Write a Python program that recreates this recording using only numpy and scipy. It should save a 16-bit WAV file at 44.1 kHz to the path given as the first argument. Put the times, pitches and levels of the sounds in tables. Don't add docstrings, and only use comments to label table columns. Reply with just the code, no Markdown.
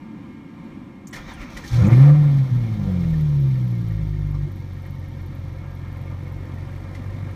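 import numpy as np
from scipy import signal
from scipy.fft import rfft, irfft, next_fast_len
from scipy.io import wavfile
from scipy.ndimage import uniform_filter1d, map_coordinates
import sys
import numpy as np
from scipy import signal
from scipy.fft import rfft, irfft, next_fast_len
from scipy.io import wavfile
from scipy.ndimage import uniform_filter1d, map_coordinates

SR = 44100
rng = np.random.default_rng(int(sys.argv[2]) if len(sys.argv) > 2 else 0)


def materialize(psi):
    bounded = np.clip(np.atleast_2d(psi).T, -1, 1)
    quanta = np.round(bounded * 32767).astype(np.int16)
    wavfile.write(sys.argv[1], SR, quanta)


N = 324135

FIRE_S, STUMBLE_END_S = 1.7, 2
SETTLE_S, SETTLED_S = 5.38, 6.04
# time_s, load_db
LOAD = [(1.7, 1), (1.82, 16), (2.05, 14), (2.14, 9.5), (2.4, 1), (2.76, 0), (2.92, 3.5), (3.4, -1.5),
        (4.1, -2), (5.6, -1.5), (6.9, -1.5), (7.35, -0.5)]
# centre_s, half_length_s, share_lost, shudder_db
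MISFIRES = [(1.804, 0.016, 1, -31.5), (1.898, 0.0067, .7, -21.5), (2.475, 0.03, 0.66, -31)]


def boom(firing, rate, per_load=0.65, flutter_db=1.0, stumble_db=2.5, uneven_db=4.0, lope_db=1.0):
    # firing_multiple, flaps_open_db, closing_change_db
    orders = [(.5, -15.5, -3), (1, 2, -15), (1.5, -16.5, -14), (2, 1.5, -3.5), (2.5, -28, 6), (3, -6, -14)]
    # frequency_hz, gain_db
    response = [(25, -48), (33, -28.5), (40, -18), (46, -29), (53, -28.5), (60, -46), (68, -33.5),
                (103, -29), (136, -17), (185, -26.5), (230, -38), (330, -44.5), (450, -60)]
    ragged_db = flutter_db + stumble_db * (1 - ramp(FIRE_S, STUMBLE_END_S)) + lope_db * flaps()
    out = np.zeros(N)
    for order, open_db, change_db in orders:
        db = open_db + change_db * flaps() + gain_at(order * rate, response)
        is_half_order = order % 1 > 0
        db += ragged_db * wobble(45) + uneven_db * is_half_order * wobble(20)
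        out += amp(db) * np.sin(2 * np.pi * order * firing)
    return np.sqrt(2) * amp(per_load * curve(LOAD)) * ramp(1.76, 1.81) * out


def growl(firing, rate, per_load=0.48, flaps_db=-7, flutter_db=3.0):
    # firing_multiple, level_db
    orders = [(4, -6), (5, -2), (6, -6.5), (7, -7.5), (8, -7.5)]
    # frequency_hz, gain_db
    response = [(170, -60), (240, -56.5), (295, -48.5), (350, -44.5), (420, -56.5), (500, -50.5),
                (560, -58), (610, -59.5), (780, -48.5), (1000, -62.5)]
    out = np.zeros(N)
    for order, order_db in orders:
        db = order_db + gain_at(order * rate, response) + flutter_db * wobble(30)
        out += amp(db) * np.sin(2 * np.pi * order * firing)
    return np.sqrt(2) * amp(per_load * curve(LOAD) + flaps_db * flaps()) * ramp(1.5, 1.85) * out


def exhaust_pulses(firing, rate, rasp=0.15, flaps_db=-7, cold_db=6, idle_rise_db=4):
    # frequency_hz, gain_db
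    pipe = [(25, -29.5), (60, 7), (115, 14), (200, -15.5), (300, 6), (400, -3), (560, -10.5), (800, -20),
            (1500, -42), (6000, -68.5)]
    at = strikes(firing)
    cylinder_db = np.resize([1.5, -1, 1, -1, 2, -1.5, 0, -1], len(at))
    scatter_db = 1.3 * rng.standard_normal(len(at))
    roughness = np.interp(rate[at], [90, 130], [.7, 2.6])
    sizes = amp(roughness * (cylinder_db + scatter_db)) / np.sqrt(rate[at])
    pulses = unit(np.bincount(at, sizes, N)) + rasp * unit(bursts(at, sizes, t60=0.032) * noise())
    db = drive(rate, idle_db=-48, per_load=.9, per_octave_db=-1.5) + flaps_db * flaps()
    db += cold_db * swell(1.896, .05) + idle_rise_db * ramp(6.1, 6.4)
    return ramp(FIRE_S, 1.8) * amp(db) * heard(pulses, pipe)


def shudder(firing, rate, chug=0.97, lag_s=0.029, jolt_s=.055):
    # frequency_hz, gain_db
    floor = [(20, -36), (42, 4.5), (65, -9.5), (130, 10.0), (190, 1.5), (300, -34.0), (900, -67.5)]
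    gusts = noise() * throb(firing, chug)
    steady = amp(drive(rate, idle_db=-40, per_load=-0.4, per_octave_db=8))
    jolts = sum(amp(db) * swell(s + lag_s, jolt_s) for s, _, _, db in MISFIRES)
    return ramp(FIRE_S, 1.8) * (steady + jolts) * heard(gusts, floor)


def catch(level_db=-14.0, pipe_hz=119, attack_s=0.063, hold_s=0.059, release_s=0.0091):
    end = FIRE_S + attack_s + hold_s
    envelope = ramp(FIRE_S, FIRE_S + attack_s) * (1 - ramp(end, end + release_s))
    return np.sqrt(2) * amp(level_db) * envelope * np.sin(2 * np.pi * pipe_hz * np.arange(N) / SR)


def barks(attack_s=0.017):
    # start_s, level_db, t60_s, pitch_hz
    surges = [(1.909, -19.5, .25, 321), (1.998, -27.5, 0.56, 518), (2.861, -39, 1, 503),
              (4.459, -32, 0.25, 335)]
    return sum(amp(db) * decay(s, t60) * ramp(s, s + attack_s) * ringing(hz, width=0.017)
               for s, db, t60, hz in surges)


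def drone(firing, level_db=-46, pitch_hz=250):
    envelope = amp(level_db) * ramp(SETTLE_S, SETTLED_S) * ramp(5.5, 6.6)
    return envelope * throb(firing, depth=.5) * ringing(pitch_hz, width=0.17)


def combustion(firing, roar_db):
    # frequency_hz, density_db
    spectrum = [(100, -27.5), (220, -1.5), (400, 0.5), (600, 4), (1100, -1), (1450, -2), (2350, -8),
                (2800, -13.5), (4500, -36.5), (15000, -44)]
    roar = heard(noise() * throb(firing, depth=0.15) * amp(1.4 * wobble(40)), spectrum)
    return ramp(1.66, 1.76) * amp(roar_db) * roar


def valve_gear(firing, roar_db, chatter_db=-4, clatter=0.83):
    # time_s, level_db
    hiss_levels = [(1.88, -54), (1.98, -49.5), (2.14, -57), (2.7, -58), (3.05, -55.5), (4.3, -60),
                   (6.4, -61.5), (7.35, -60.5)]
    # frequency_hz, density_db
    spectrum = [(1200, -29), (2500, 0), (3600, 2.5), (4500, -0.5), (6200, -5.5), (7300, -13.5),
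                (10300, -16), (12300, -13), (15000, -15.5)]
    hiss_db = curve(hiss_levels)
    at = strikes(2 * firing)
    taps = unit(bursts(at, amp(2.5 * rng.standard_normal(len(at))), t60=.03))
    hiss = heard(noise() * (1 + clatter * taps), spectrum)
    chatter = unit(sum(amp(4.5 * wobble(60)) * ringing(hz, width=.06) for hz in (1850, 2200)))
    return ramp(1.9, 1.901) * (amp(hiss_db) * hiss + amp(chatter_db + (roar_db + hiss_db) / 2) * chatter)


def starter(grind_db=-47.5, shake_db=-42, whine_db=-7, backlash=.014, compression_s=0.026):
    # time_s, pitch_hz
    pinion = [(1.13, 1500), (1.2, 3100), (1.275, 3900), (1.335, 3400), (1.41, 2350), (1.45, 2300),
              (1.5, 2742), (1.65, 1648), (1.8, 1533)]
    # centre_s, grind_db, shake_db
    compressions = [(1.18, -47.5, -54), (1.305, -45, -44), (1.419, -48.5, -40), (1.59, -53, -45),
                    (1.746, -48.5, -24.5)]
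    # frequency_hz, density_db
    spectrum = [(200, -19.5), (550, -0.5), (900, 1.5), (1500, 3), (2300, 2), (3000, -7.5), (4500, -10.5),
                (6300, -12), (7500, -24.5), (11000, -32.5), (15000, -25.5)]
    # frequency_hz, gain_db
    mounts = [(16, -41.5), (33, -4.5), (45, -4), (80, -9.5), (300, -65.5)]
    load = amp(grind_db) + sum(amp(db) * swell(s, compression_s) for s, db, _ in compressions)
    rock = amp(shake_db) + sum(amp(db) * swell(s, compression_s) for s, _, db in compressions)
    mesh = np.cumsum(curve(pinion) * (1 + backlash * wobble(500))) / SR
    grind = heard(noise() * throb(mesh / 4, depth=0.49), spectrum)
    whine = sum(amp(2 * wobble(110)) * np.sin(2 * np.pi * mesh / k) for k in (1, 2, 4))
    gears = grind + amp(whine_db) * ramp(1.0, 1.37) * whine
    shake = ramp(1.15, 1.2) * heard(noise(), mounts)
    engaged = ramp(1.12, 1.163) * (1 - ramp(1.734, 2.2))
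    return engaged * (load * gears + rock * shake)


def overrun(brush_db=-55, skate_db=-48):
    # frequency_hz, density_db
    spectrum = [(1500, -21), (3500, 0), (6300, -3), (7500, -13.5), (15000, -19.5)]
    rasp = heard(noise() * amp(2.3 * wobble(250)), spectrum)
    level = amp(brush_db) * ramp(1.5, 1.501) + amp(skate_db) * ramp(1.64, 1.675)
    return level * (1 - ramp(1.77, 1.952)) * rasp


def clacks(ring_db=-5, attack_s=.009):
    # start_s, level_db, t60_s, pitch_hz, relative_crash_db
    impacts = [(1.126, -28, 0.19, 1860, -4.5), (1.157, -27.5, 0.074, 1900, -9.5),
               (1.16, -23, .1, 180, -41.5), (1.315, -32.5, 0.14, 935, -34.5),
               (1.407, -28.5, 0.11, 2330, -15.5), (1.565, -28, 0.097, 1950, -2),
               (1.635, -32.5, 0.12, 1780, -6.5), (1.734, -30.5, 0.075, 2260, -16),
               (1.84, -25, 0.083, 2430, -19), (1.915, -33.5, 0.12, 2280, -17),
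               (4.339, -38.5, 0.16, 1100, -15), (6.944, -32.5, 0.082, 1980, -6)]
    # frequency_hz, density_db
    spectrum = [(200, 3), (1000, -9), (1900, -1.5), (2600, -5), (4000, -7.5), (6000, -9.5), (8000, -17),
                (15000, -26)]
    crash, out = heard(noise(), spectrum), np.zeros(N)
    for s, db, t60, hz, crash_db in impacts:
        blow = amp(db) * decay(s, t60) * ramp(s, s + attack_s)
        out += blow * (amp(crash_db) * crash + amp(ring_db) * ringing(hz, width=0.044))
    return out


def clicks(gain_db=-5, t60=0.06):
    # start_s, level_db, pitch_hz
    impacts = [(1.0713, -36, 6700), (1.0815, -47.5, 13800), (1.1094, -53, 7800), (1.336, -45.5, 9100),
               (1.8682, -38.5, 6820), (1.878, -43.5, 13400)]
    return sum(amp(db + gain_db) * decay(s, t60) * ringing(hz, width=0.11) for s, db, hz in impacts)


def injectors(firing, level_db=-69, scatter_db=5, fade_db=-4):
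    # frequency_hz, density_db
    spectrum = [(3000, -36.5), (9000, -21.5), (11000, -13), (12300, -0.5), (13300, -14.5), (15000, -11.5)]
    at = strikes(firing / 2)
    sizes = amp(scatter_db * np.clip(rng.standard_normal(len(at)), -2, 1.3))
    smeared = uniform_filter1d(bursts(at, sizes, t60=.04), size=330)
    return amp(level_db + fade_db * ramp(5.0, 6.5)) * ramp(1.9, 3.3) * heard(smeared * noise(), spectrum)


def fan(level_db=-38.0, ease_db=-8, drift=0.0111):
    # frequency_hz, density_db
    spectrum = [(20, -17.5), (60, -9.5), (140, -0.5), (235, 5), (320, -8.5), (500, -22.5), (1050, -18.5),
                (1400, -25), (2000, -26.5), (2350, -24.5), (3300, -34.5), (6000, -45.5), (9500, -52.5),
                (15000, -56)]
    # pitch_hz, level_db
    tones = [(215, -56), (533, -67.5), (711, -76), (900, -63.5), (1626, -70), (2153, -66.5), (2842, -82),
             (5471, -87.5)]
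    out = amp(level_db + 1.1 * wobble(9) + ease_db * ramp(1.7, 4.4)) * heard(noise(), spectrum)
    for hz, db in tones:
        peak = np.sqrt(2) * amp(db + 3.3 * wobble(20))
        cycles = np.cumsum(hz * (1 + drift * wobble(60))) / SR
        out += peak * np.sin(2 * np.pi * cycles)
    return out


def reverberation(x, t60=0.044, wet=0.42):
    t = np.arange(SR // 4) / SR
    tail = rng.standard_normal(len(t)) * amp(-60 * t / t60) * (t > .002)
    tail = signal.sosfilt(signal.butter(2, 500, "high", fs=SR, output="sos"), tail)
    return (x + wet * signal.fftconvolve(x, tail / np.linalg.norm(tail))[:N]) / np.hypot(1, wet)


def heard(x, spectrum):
    # centre_hz, width_hz, gain_db
    cabin = [(238.6, 23, -3), (335.4, 103, 7.5), (426, 90, -0.5), (498, 24, 7), (547.3, 43, 6.5),
             (578, 89, -3), (652, 16, 5), (710, 13, 2), (823, 170, -2.5), (945, 38, 1), (1040, 14, 1),
             (1188.5, 33, 6.5), (1542, 280, -4), (1863, 100, 1.5), (1990, 12, -2.5), (2120, 120, 1),
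             (2276, 14, 5.5), (2415, 110, 5), (2625, 424, -6.5), (2740, 61, 3), (4860, 410, -3.5)]
    size = 2 * next_fast_len(N // 2 + 8192)
    hz = np.fft.rfftfreq(size, 1 / SR)
    db = gain_at(hz + 1, spectrum)
    db += sum(gain / (1 + (2 * (hz - centre) / width) ** 4) for centre, width, gain in cabin)
    cepstrum = irfft(np.log(amp(db)))[:size // 2]
    return unit(irfft(rfft(x, size) * np.exp(rfft(2 * cepstrum, size)))[:N])


def drive(rate, idle_db, per_load, per_octave_db, idle_hz=45.5):
    return idle_db + per_load * curve(LOAD) + per_octave_db * np.log2(np.maximum(rate / idle_hz, 1))


def flaps(start_s=4.45, travel_s=0.038):
    return ramp(start_s, start_s + travel_s)


def amp(db):
    return 10 ** (np.asarray(db) / 20)


def unit(x):
    return x / np.sqrt(np.mean(x ** 2) + 1e-20)


def curve(rows):
    return np.interp(np.arange(N) / SR, *np.transpose(rows))


def gain_at(hz, response):
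    knots_hz, db = np.transpose(response)
    return np.interp(np.log(hz), np.log(knots_hz), db)


def ramp(start_s, end_s):
    return np.clip((np.arange(N) / SR - start_s) / (end_s - start_s), 0, 1)


def swell(centre_s, half_length_s):
    return np.exp(-((np.arange(N) / SR - centre_s) / half_length_s) ** 2)


def throb(cycles, depth):
    return 1 + depth * np.cos(2 * np.pi * cycles)


def wobble(rate):
    return map_coordinates(rng.standard_normal(int(N * rate / SR) + 4), [np.arange(N) * rate / SR])


def noise():
    return rng.standard_normal(N)


def ringing(hz, width):
    b, a = signal.iirpeak(hz, 1 / width, SR)
    return unit(signal.lfilter(b, a, noise()))


def strikes(cycles):
    return np.flatnonzero(np.diff(np.floor(cycles)) > 0)


def bursts(at, sizes, t60):
    return signal.lfilter([1], [1, -amp(-60 / (t60 * SR))], np.bincount(at, sizes, N))


def decay(start_s, t60):
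    return bursts([int(start_s * SR)], [1], t60)


def scene():
    # time_s, firing_hz
    speed = [(1.65, 16), (1.78, 74), (1.89, 109.5), (2.05, 142.9), (2.17, 149.8), (2.35, 139.3),
             (2.91, 92.3), (3.14, 79), (3.56, 64.1), (4.01, 51.9), (4.7, 45.9), (5.5, 44.6), (5.8, 45.5),
             (6.85, 45.5), (7.15, 48.8), (7.35, 47.3)]
    rate = curve(speed)
    firing = np.cumsum(rate) / SR
    burning = 1 - sum(lost * swell(s, half_length) for s, half_length, lost, _ in MISFIRES)
    roar_db = drive(rate, idle_db=-49.5, per_load=0.99, per_octave_db=2.0) + 4 * ramp(SETTLE_S, SETTLED_S)
    machinery = fan() + starter() + overrun() + clacks() + clicks()
    machinery += combustion(firing, roar_db) + valve_gear(firing, roar_db)
    exhaust = boom(firing, rate) + growl(firing, rate) + exhaust_pulses(firing, rate)
    exhaust += shudder(firing, rate)
    tailpipes = burning * exhaust + catch() + barks() + drone(firing)
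    return (tailpipes + injectors(firing) + reverberation(machinery))[None]


def record(dry):
    top_hz = 15400
    size = next_fast_len(N + SR // 2)
    return irfft(rfft(dry, size) * (np.fft.rfftfreq(size, 1 / SR) < top_hz), size)[:, :N]


dry = scene()
out = record(dry)
materialize(out)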